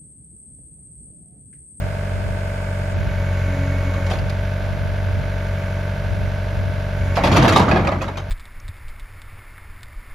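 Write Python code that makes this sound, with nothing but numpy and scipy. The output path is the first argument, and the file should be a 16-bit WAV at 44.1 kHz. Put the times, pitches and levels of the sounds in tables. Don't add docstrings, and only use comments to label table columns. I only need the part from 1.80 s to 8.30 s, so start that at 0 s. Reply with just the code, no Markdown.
import sys
import numpy as np
from scipy import signal
from scipy.fft import rfft, irfft
from scipy.io import wavfile
from scipy.ndimage import uniform_filter1d

SR = 44100
rng = np.random.default_rng(int(sys.argv[2]) if len(sys.argv) > 2 else 0)


def digitize_waveform(pressure):
    field = np.atleast_2d(pressure).T
    bounded = np.clip(field, -1, 1)
    quanta = np.round(bounded * 32767).astype(np.int16)
    wavfile.write(sys.argv[1], SR, quanta)


N = 286650
TIME = np.arange(N) / SR
FREQS = np.arange(N // 2 + 1) * SR / N


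def from_db(db):
    return 10 ** (np.asarray(db) / 20)


def rms_one(x):
    return x / np.sqrt(np.mean(x ** 2) + 1e-20)


def in_time(rows):
    s, *columns = np.transpose(rows)
    return [np.interp(TIME, s, column) for column in columns]


def over_hz(points):
    hz, value = np.transpose(points)
    return np.interp(np.log(FREQS + 1), np.log(hz), value)


def drift(rate_hz):
    spectrum = rfft(rng.standard_normal(N)) / (1 + (FREQS / rate_hz) ** 2)
    return rms_one(irfft(spectrum, N))


def swell(at_s, hold_s, rise_db_per_s, fall_db_per_s):
    before_s = np.maximum(at_s - TIME, 0)
    after_s = np.maximum(TIME - at_s - hold_s, 0)
    return from_db(-rise_db_per_s * before_s - fall_db_per_s * after_s)


def noise():
    return rng.standard_normal((2, N))


def grit(per_s, spread_db):
    sizes = from_db(spread_db * np.minimum(rng.exponential(1, N), 4))
    return noise() * sizes * (rng.random(N) < per_s / SR)


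def ring(clicks, hz, t60):
    radius = from_db(-60 / (t60 * SR))
    angle = 2 * np.pi * hz / SR
    return signal.lfilter([0, np.sin(angle)], [1, -2 * radius * np.cos(angle), radius ** 2], clicks + 1e-18)


# columns f/Hz, level/dB
SPREAD = [(40, 6), (150, -10.5), (350, -12), (600, -4.5), (1100, -2.5), (1550, -7.5), (2200, -7),
          (3000, -5.5), (5000, -6), (8000, -31), (15000, -12)]


def colour(pair, spectrum, peaks=(), spread=SPREAD):
    low_hz, high_hz = spectrum[0][0], spectrum[-1][0]
    gain = from_db(over_hz(spectrum))
    gain = gain / (1 + (FREQS / high_hz / 1.3) ** 6)
    gain = gain / (1 + (low_hz / 1.5 / (FREQS + 1)) ** 4)
    for hz, width, db in peaks:
        gain = gain * (1 + (from_db(db) - 1) / np.hypot(1, 2 * (FREQS - hz) / width))
    scattering = [np.ones(len(FREQS)), from_db(over_hz(spread))]
    mid, side = irfft(rfft(pair) * gain * scattering, N)
    return rms_one(np.array([mid + side, mid - side]))


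def strikes(cycles, place, uneven_db, jitter_s):
    s = np.interp(np.arange(int(cycles[-1]) + 1) + place % 1, cycles, TIME)
    chance = rng.standard_normal((len(s), 2))
    at = np.round((s + jitter_s * chance[:, 0]) * SR).astype(int)
    inside = (at >= 0) & (s < TIME[-1]) & (at < N)
    clicks = np.zeros(N)
    clicks[at[inside]] = from_db(uneven_db * chance[inside, 1])
    return clicks


def contacts(cycles, places, t60):
    age = TIME[:SR // 20]
    out = np.zeros((2, N + SR // 20))
    for place in places:
        tick = rng.standard_normal((2, len(age))) * from_db(-60 * age / t60 + rng.normal(0, 1))
        clicks = strikes(cycles, place, uneven_db=0.5, jitter_s=.00001)
        for at in np.flatnonzero(clicks):
            out[:, at:at + len(age)] += clicks[at] * tick
    return out[:, :N]


# columns t/s, load (0-1)
LOAD = [(0, .18), (.4, .13), (.75, .37), (1.06, .38), (1.6, .94), (2.3, .98), (2.41, .5), (2.82, .13),
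        (3.14, .13), (3.84, .52), (4.15, .19), (5.1, .06), (5.3, .95), (6.1, .85), (6.4, .2)]
FREE_FIRINGS_PER_S, FULL_LOAD_SAG_PER_S = 47.6, 1.6


def crank(load):
    firing_hz = FREE_FIRINGS_PER_S - FULL_LOAD_SAG_PER_S * load
    return np.cumsum(firing_hz * (1 + .0004 * drift(4))) / SR


# columns multiple of the firing rate, relative level/dB
EXHAUST = [(1.5, -26), (2, 3.5), (2.5, -19), (3, -9), (3.5, -25), (4, -11), (5, -30.5), (6, -20),
           (7, -23.5), (8, -24), (9, -22.5)]
EXHAUST_DB, EXHAUST_RISE_DB = -26.5, 4
THROB_DB, THROB_RISE_DB = -26.5, 1


def exhaust(firings, load):
    tones = 0
    for order, db in EXHAUST:
        tones = tones + from_db(db + .7 * drift(6)) * np.sin(2 * np.pi * order * firings)
    throb_db = THROB_DB + THROB_RISE_DB * load + drift(6.9)
    throb = from_db(throb_db) * np.cos(2 * np.pi * firings)
    return from_db(EXHAUST_DB + EXHAUST_RISE_DB * load) * tones + throb


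# columns multiple of the firing rate, level/dB
HUM = [(11.5, -42.5), (12.5, -40), (13, -41), (13.5, -44.5), (14, -41), (16, -50), (18.5, -57), (19, -50),
       (20, -51.5)]


def hum(firings):
    out = 0
    for order, db in HUM:
        phase = 2 * np.pi * (order * firings + rng.random())
        out = out + from_db(db + drift(5.8)) * np.sin(phase)
    return out


WHISTLE_HZ, WHISTLE_WANDER_HZ = 1527, 4.14
WHISTLE_DB, WHISTLE_FLICKER_DB = -43, 0.5


def whistle():
    turns = np.cumsum(WHISTLE_HZ + WHISTLE_WANDER_HZ * drift(12.5)) / SR
    level_db = WHISTLE_DB + WHISTLE_FLICKER_DB * drift(35) + 1.1 * drift(1.2)
    return from_db(level_db) * np.sin(2 * np.pi * turns)


# columns f/Hz, density level/dB per Hz
CLATTER = [(150, 5.5), (220, 1.5), (370, -1.5), (600, 4), (820, -7.5), (1200, -5.5), (1600, -3),
           (1850, -7.5), (2400, -10), (2750, -11.5), (3500, -15), (5000, -21), (8000, -32.5)]
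# columns f/Hz, width/Hz, level/dB
PANELS = [(345, 54, 1.5), (533, 20, 0.5), (900, 31, 9), (1260, 36, -5.5), (1620, 240, 3.5), (1880, 83, -13),
          (2140, 98, 2.5), (2800, 7.8, -0.5)]
CLATTER_DB, CLATTER_RISE_DB = -36, 0.5


def clatter(firings, load, t60=0.036, count=20):
    places = (np.arange(count) + rng.random(count)) / count
    rattle = colour(contacts(firings / 4, places, t60), CLATTER, PANELS)
    surge = from_db(0.87 * np.cos(2 * np.pi * (firings - .15)))
    return from_db(CLATTER_DB + CLATTER_RISE_DB * load) * surge * rattle


# columns place in the four-stroke cycle (0-1), force level/dB
KNOCKS = [(0.015, -0.5), (0.264, 0.3), (0.514, 1), (0.765, -0.8)]
# columns f/Hz, t60/s, lag after the knock/s,
# level/dB for an outer cylinder, level/dB for an inner one
BLOCK = [(346, .022, 0.0013, -38.5, -30), (449, 0.022, 0.00082, -39.5, -30.5),
         (560, 0.025, .0007, -32.5, -35.5), (640, 0.032, .0001, -32.5, -34.5),
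         (740, 0.012, 0.0015, -41, -35.5), (898, 0.037, 0.00017, -45, -46), (1130, 0.028, 0.0019, -40, -49),
         (1330, .014, .0014, -42.5, -36), (1490, 0.012, 0.0017, -42, -36), (1670, 0.022, .0005, -44, -37),
         (2050, 0.013, 0.0023, -45, -40), (2176, 0.022, 0.0015, -45, -41), (3110, .016, .0012, -49, -46)]


def knocks(cycles):
    out = 0
    for k, (place, force_db) in enumerate(KNOCKS):
        clicks = strikes(cycles, place, uneven_db=1.0, jitter_s=.00002)
        for hz, t60, lag_s, *mode_db in BLOCK:
            gain = from_db(force_db + mode_db[k % 2] + rng.normal(0, 1.0, (2, 1)))
            out = out + gain * ring(np.roll(clicks, round(lag_s * SR)), hz, t60)
    return out


# columns f/Hz, density level/dB per Hz
INJECTION = [(900, -19), (1400, -3.5), (1700, 3), (1900, -2), (2200, 2.5), (2550, -5.5), (2900, -13),
             (4000, -14), (6000, -20)]
INJECTION_LEAD = .06
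INJECTION_T60_S, INJECTION_DB = 0.052, -44.5


def injectors(cycles):
    places = [place - INJECTION_LEAD for place, _ in KNOCKS]
    return from_db(INJECTION_DB) * colour(contacts(cycles, places, INJECTION_T60_S), INJECTION)


# columns place in the cycle (0-1), f/Hz, t60/s, level/dB
RATTLES = [(0.061, 618, 0.069, -43), (.17, 2180, 0.044, -44), (.3, 1670, 0.042, -39.5),
           (.5, 1110, 0.069, -40.5), (.55, 898, 0.075, -41), (.71, 2520, 0.049, -46)]


def rattles(cycles):
    out = 0
    for place, hz, t60, db in RATTLES:
        clicks = strikes(cycles, place, uneven_db=2.0, jitter_s=.00002)
        out = out + from_db(db) * ring(clicks, hz, t60)
    return out


# columns f/Hz, density level/dB per Hz
AIR = [(25, -6), (50, 10), (120, -5), (260, 5), (330, 3.5), (420, -1), (620, 1.5), (1000, -5), (2200, -3),
       (3200, -11), (5000, -16.5), (7000, -17.5), (10000, -20.5), (13000, -22), (15000, -23)]
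AIR_DB, AIR_RISE_DB = -41, 1.7


def cooling_air(load):
    return from_db(AIR_DB + AIR_RISE_DB * load) * colour(noise(), AIR)


# columns f/Hz, density level/dB per Hz
CHASSIS = [(28, -36), (42, -10), (70, -1.5), (105, -2.5), (150, -7), (220, -25.5), (400, -41)]
# columns f/Hz, level/dB
BUCKET_SPREAD = [(80, -20), (200, -18), (400, -12), (800, -7.5), (1250, -4.5), (1800, -0.5), (2600, -8),
                 (4500, -3.5), (8000, -20)]
RUMBLE_DB, RUMBLE_RISE_DB = -34.5, 3.5


def chassis(firings, load, pulse_db=5.0):
    pulse = pulse_db * np.cos(2 * np.pi * (firings - .3))
    rumble = colour(noise(), CHASSIS, spread=BUCKET_SPREAD)
    return from_db(RUMBLE_DB + RUMBLE_RISE_DB * load + pulse) * rumble


# columns multiple of the firing rate, relative level/dB
PUMP = [(12, -33.5), (20, -46), (24, -42.5), (34, -44), (48, -40)]
# columns f/Hz, density level/dB per Hz
OIL = [(1300, 10.5), (2200, 12), (3000, -7), (4000, -10), (5600, -19), (6700, 1.5), (8000, -13),
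       (12000, -34), (16000, -27)]
# columns t/s, length/s, level/dB
DRONE = [(1.686, 0.287, -33), (2.066, 0.035, -31.5), (2.205, 0.013, -35.5), (5.23, 0.11, -45)]
PUMP_ONSET_POWER = 1.18
DRONE_RISE_DB_PER_S, DRONE_FALL_DB_PER_S = 380, 600


def hydraulics(firings, load):
    whine = 0
    for order, db in PUMP:
        whine = whine + from_db(db + 2.5 * drift(8)) * np.sin(2 * np.pi * order * firings)
    hiss = colour(noise(), OIL)
    spells = 0
    for s, length, db in DRONE:
        spells = spells + from_db(db) * swell(s, length, DRONE_RISE_DB_PER_S, DRONE_FALL_DB_PER_S)
    drone = spells * from_db(1.5 * drift(12)) * np.sin(2 * np.pi * 6 * firings)
    return load ** PUMP_ONSET_POWER * (from_db(-3.5) * whine + from_db(-41.0) * hiss) + drone


# columns t/s, hold/s, level/dB
GUSTS = [(0.016, .04, -30), (0.357, 0.15, -28.5), (1.164, 0.12, -24.5), (2.385, 0.044, -25),
         (2.856, 0.27, -29.5), (3.3, 0.12, -25.5), (4.3, 0.15, -26.5), (4.777, 0.11, -26.5),
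         (5.194, 0.057, -30)]
# columns f/Hz, density level/dB per Hz
WIND = [(34, -20), (48, -1), (75, 2.5), (120, -1), (190, -13.5), (280, -21.5), (450, -27)]
# columns f/Hz, level/dB
WIND_SPREAD = [(50, -2), (200, 0)]
GUST_RISE_DB_PER_S, GUST_FALL_DB_PER_S = 164, 100


def wind():
    power = 0
    for s, hold, db in GUSTS:
        gust = from_db(db) * swell(s, hold, GUST_RISE_DB_PER_S, GUST_FALL_DB_PER_S)
        power = power + gust ** 2
    return np.sqrt(power) * colour(noise(), WIND, spread=WIND_SPREAD)


def crumbs(per_s, spread_db, cycles, count=38):
    clicks = grit(per_s, spread_db)
    dealt = rng.integers(0, count, N)
    out = 0
    for k, hz in enumerate(np.geomspace(220, 15000, count)):
        out = out + hz * ring(clicks * (dealt == k), hz, cycles / hz)
    return out


CRUSH_ATTACK_S, CRUSH_HOLD_S = .0012, .007


def crush(age, t60):
    attack = 1 - np.exp(-age / CRUSH_ATTACK_S)
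    return attack * from_db(-60 * np.maximum(age - CRUSH_HOLD_S, 0) / t60)


def shell_ring(age, hz, width, t60):
    edges = [hz / (1 + width / 2), hz * (1 + width / 2)]
    band = signal.butter(2, edges, "band", fs=SR, output="sos")
    return crush(age, t60) * rms_one(signal.sosfilt(band, rng.standard_normal(len(age))))


def contact_point(sound, uneven_db):
    spectrum = rfft(sound)
    smoothing = np.hanning(sound.shape[1] // 220 + 3)
    favour = signal.fftconvolve(rng.standard_normal(spectrum.shape[1]), smoothing, "same")
    return irfft(spectrum * rms_one(from_db(uneven_db * rms_one(favour))), sound.shape[1])


# columns t/s, crack level/dB, clank level/dB, main ring f/Hz, crack t60/s
SLIPS = [(2.135, -35, -33, 547, .08), (2.262, -30, -36, 540, 0.073), (2.297, -28.5, -32, 1000, 0.13),
         (2.311, -32.5, -30, 610, 0.25), (2.335, -36, -36, 374, 0.12), (2.386, -33, -33, 716, 0.031),
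         (2.495, -28, -35, 616, 0.04), (2.849, -40, -35, 695, .09), (5.355, -24.5, -36, 600, 0.084),
         (5.368, -29, -16, 766, 0.11), (5.436, -17.5, -13, 600, 0.16), (5.465, -27, -27, 611, 0.12),
         (5.515, -21.5, -24, 755, 0.34), (5.562, -14.5, -13.5, 1040, 0.13), (5.622, -17.5, -12, 565, 0.12),
         (5.647, -23, -11, 640, 0.13), (5.678, -11, -14, 486, 0.14), (5.722, -20, -34, 640, 0.33),
         (5.76, -10.5, -7, 734, 0.22), (5.794, -24, -8.5, 645, 0.074), (5.882, -29, -13.5, 1260, 0.1),
         (5.912, -21.5, -10, 635, 0.072), (5.958, -33, -8, 760, 0.091), (6.046, -38, -16.5, 650, .09),
         (6.071, -20, -15, 950, 0.023), (6.116, -38, -14, 750, 0.08), (6.215, -24, -17.5, 1010, 0.15),
         (6.279, -29, -22, 833, 0.049), (6.371, -23, -23, 1057, 0.098)]
# columns f/Hz, density level/dB per Hz
CRACK = [(1200, -13), (2600, 0), (4000, -2), (6000, -8.5), (8000, -11.5), (11000, -20.5), (16000, -25)]
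# columns f/Hz, density level/dB per Hz
GRIND = [(200, -0.5), (400, 0.5), (640, 0), (850, -3.5), (1150, -1), (1500, -9), (2100, -11), (3000, -19.5),
         (5000, -30), (8000, -39), (15000, -63)]
# columns f/Hz, width/Hz, level/dB
BUCKET = [(640, 50, 5), (815, 50, 2), (2560, 140, 2), (3210, 36, 3), (3830, 54, 2), (6440, 110, -2)]
CRACK_DB, CLANK_DB, RING_DB = -6, -2, -5.5
CLANK_T60_S, RING_T60_S = 0.22, 0.19
RING_WIDTH = 0.38


def slips(stones):
    cracking = colour(stones, CRACK, BUCKET, BUCKET_SPREAD)
    clanking = colour(grit(per_s=6000, spread_db=1.2), GRIND, BUCKET, BUCKET_SPREAD)
    out = np.zeros((2, N))
    for s, crack_db, clank_db, hz, t60 in SLIPS:
        start = round(s * SR)
        span = slice(start, start + SR // 3)
        age = TIME[:len(TIME[span])]
        crack = from_db(crack_db + CRACK_DB) * crush(age, t60) * cracking[:, span]
        clank = from_db(clank_db + CLANK_DB) * crush(age, CLANK_T60_S) * clanking[:, span]
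        thud = from_db(clank_db + RING_DB) * shell_ring(age, hz, RING_WIDTH, RING_T60_S)
        out[:, span] += contact_point(crack + clank, uneven_db=4.0) + thud
    return out


# columns t/s, f/Hz, relative width, t60/s, level/dB
BREAKS = [(2.311, 640, .4, 0.096, -21.5), (2.303, 370, 0.42, .17, -30.5), (5.369, 720, 0.62, .17, -17.5)]


def breaks():
    out = 0
    for s, hz, width, t60, db in BREAKS:
        out = out + from_db(db) * shell_ring(np.maximum(TIME - s, 0), hz, width, t60)
    return out


# columns t/s, f/Hz, level/dB
JOLTS = [(2.335, 84, -34), (2.389, 96, -33), (5.203, 78, -12), (5.562, 174, -14), (5.595, 131, -9.5),
         (5.645, 214, -3.5), (5.659, 99, -13), (5.669, 227, -8), (5.731, 120, -9), (5.789, 194, -13),
         (5.862, 171, -11), (5.901, 90, -1), (5.967, 207, -5.5), (6.058, 83.4, -10), (6.135, 96, -11)]
JOLT_T60_S = 0.091


def jolts():
    thumps = 0
    for s, hz, db in JOLTS:
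        click = from_db(db) * signal.unit_impulse(N, round(s * SR))
        thumps = thumps + ring(click, hz, JOLT_T60_S)
    return signal.sosfilt(signal.butter(2, 55, "high", fs=SR, output="sos"), thumps)


# columns t/s, f/Hz, t60/s, level/dB
PINGS = [(2.496, 4850, 0.015, -35), (5.882, 1230, 0.06, -10), (5.914, 2500, 0.032, -8),
         (6.073, 2490, 0.023, -10.5), (6.211, 2520, 0.079, -22), (6.358, 2450, 0.043, -27),
         (6.371, 6300, 0.16, -35)]


def pings():
    out = 0
    for s, hz, t60, db in PINGS:
        out = out + ring(from_db(db) * signal.unit_impulse(N, round(s * SR)), hz, t60)
    return out


# columns f/Hz, density level/dB per Hz
BOOM = [(50, -4), (90, 5), (130, 2.5), (205, 2.5), (260, -3.5), (335, -1.5), (420, -21), (700, -41)]
DRAG_FULL_S, DRAG_HOLD_S = 5.582, 0.36
DRAG_SPAN_S, DRAG_FADE_S = (5.32, 6.45), 0.047
BOOM_DB, BOOM_RISE_DB_PER_S, BOOM_FALL_DB_PER_S = -12, 73, 48
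GRIND_DB, GRIND_RISE_DB_PER_S, GRIND_FALL_DB_PER_S = -16.5, 76, 49


def drag(stones):
    start, stop = DRAG_SPAN_S
    moving = np.clip(np.minimum(TIME - start, stop - TIME) / DRAG_FADE_S, 0, 1)
    grind_swell = swell(DRAG_FULL_S, DRAG_HOLD_S, GRIND_RISE_DB_PER_S, GRIND_FALL_DB_PER_S)
    boom_swell = swell(DRAG_FULL_S, DRAG_HOLD_S, BOOM_RISE_DB_PER_S, BOOM_FALL_DB_PER_S)
    grind = from_db(GRIND_DB) * grind_swell * colour(stones, GRIND, BUCKET, BUCKET_SPREAD)
    grains = grit(per_s=1500, spread_db=0.5)
    boom = from_db(BOOM_DB) * boom_swell * colour(grains, BOOM, spread=BUCKET_SPREAD)
    return moving * (grind + boom)


# columns t/s, length/s, from f/Hz, to f/Hz, level/dB
SQUEAKS = [(5.513, 0.034, 4000, 2290, -29), (5.544, 0.031, 1704, 1130, -23)]


def squeaks(rough=0.43):
    out = np.zeros(N)
    grain = 1 + rough * drift(250)
    for s, length, from_hz, to_hz, db in SQUEAKS:
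        at, size = round(s * SR), round(length * SR)
        turns = np.cumsum(np.geomspace(from_hz, to_hz, size)) / SR
        out[at:at + size] += from_db(db) * np.hanning(size) * np.sin(2 * np.pi * turns)
    return out * grain


def bucket():
    stones = crumbs(per_s=24000, spread_db=-0.3, cycles=30)
    return slips(stones) + breaks() + jolts() + pings() + drag(stones) + squeaks()


def scene():
    load, = in_time(LOAD)
    firings = crank(load)
    cycles = firings / 4
    tones = exhaust(firings, load) + hum(firings) + whistle()
    block = clatter(firings, load) + knocks(cycles) + injectors(cycles) + rattles(cycles)
    engine = tones + block + cooling_air(load)
    return engine + chassis(firings, load) + hydraulics(firings, load) + wind() + bucket()


LIMIT_DB, LIMIT_WINDOW_S = -10.5, 0.051


def gain_control(sound):
    power = uniform_filter1d(np.mean(sound ** 2, axis=0), int(LIMIT_WINDOW_S * SR))
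    over_db = np.maximum(10 * np.log10(np.abs(power) + 1e-18) - LIMIT_DB, 0)
    return sound * from_db(-np.maximum.accumulate(over_db))


# columns f/Hz, level/dB
PORT_BALANCE = [(200, 0.5), (700, -1), (1300, -2), (2400, -1.1), (4400, 2.5), (8000, 0), (15000, -0.5)]
# columns f/Hz, level/dB
WIDE_SHOT = [(100, -1.5), (600, 0), (1200, -1), (2400, -0.5), (4000, -4.5), (6000, -1.5), (9000, 4.5),
             (12500, -2), (15000, -20)]
# columns f/Hz, level/dB
WIDE_SIDE = [(100, 0.59), (400, 2.7), (1300, 4.3), (2400, 1.8), (4400, 7.6), (15000, 22)]
# columns f/Hz, phase/turns
PORT_TURNS = [(20, 0), (5500, 0), (6600, .17), (8200, .5), (9300, .66), (10500, .95), (12300, 1.03),
              (14000, 1.47), (16000, 1.5)]
WIDE_LAG_S = .00002
ZOOM_S, CUTOFF_HZ = 1.15, 15900


def record(dry):
    sides = np.array([[1], [-1]])
    balanced = rfft(dry) * from_db(sides * over_hz(PORT_BALANCE) / 2)
    left, right = balanced
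    mid, side = (left + right) / 2, (left - right) / 2
    widened = mid + sides * side * from_db(over_hz(WIDE_SIDE))
    wide_lag = np.exp(1j * np.pi * FREQS * WIDE_LAG_S * sides)
    wide = irfft(widened * from_db(over_hz(WIDE_SHOT)) * wide_lag, N)
    close = irfft(balanced * np.exp(-1j * np.pi * over_hz(PORT_TURNS) * sides), N)
    zoomed = np.clip((TIME - ZOOM_S) * 20 + .5, 0, 1)
    heard = gain_control(wide + zoomed * (close - wide))
    rounded = heard / (1 + (heard / 1.05) ** 4) ** .25
    return irfft(rfft(rounded) / (1 + (FREQS / CUTOFF_HZ) ** 200), N)


dry = scene()
out = record(dry)
digitize_waveform(out)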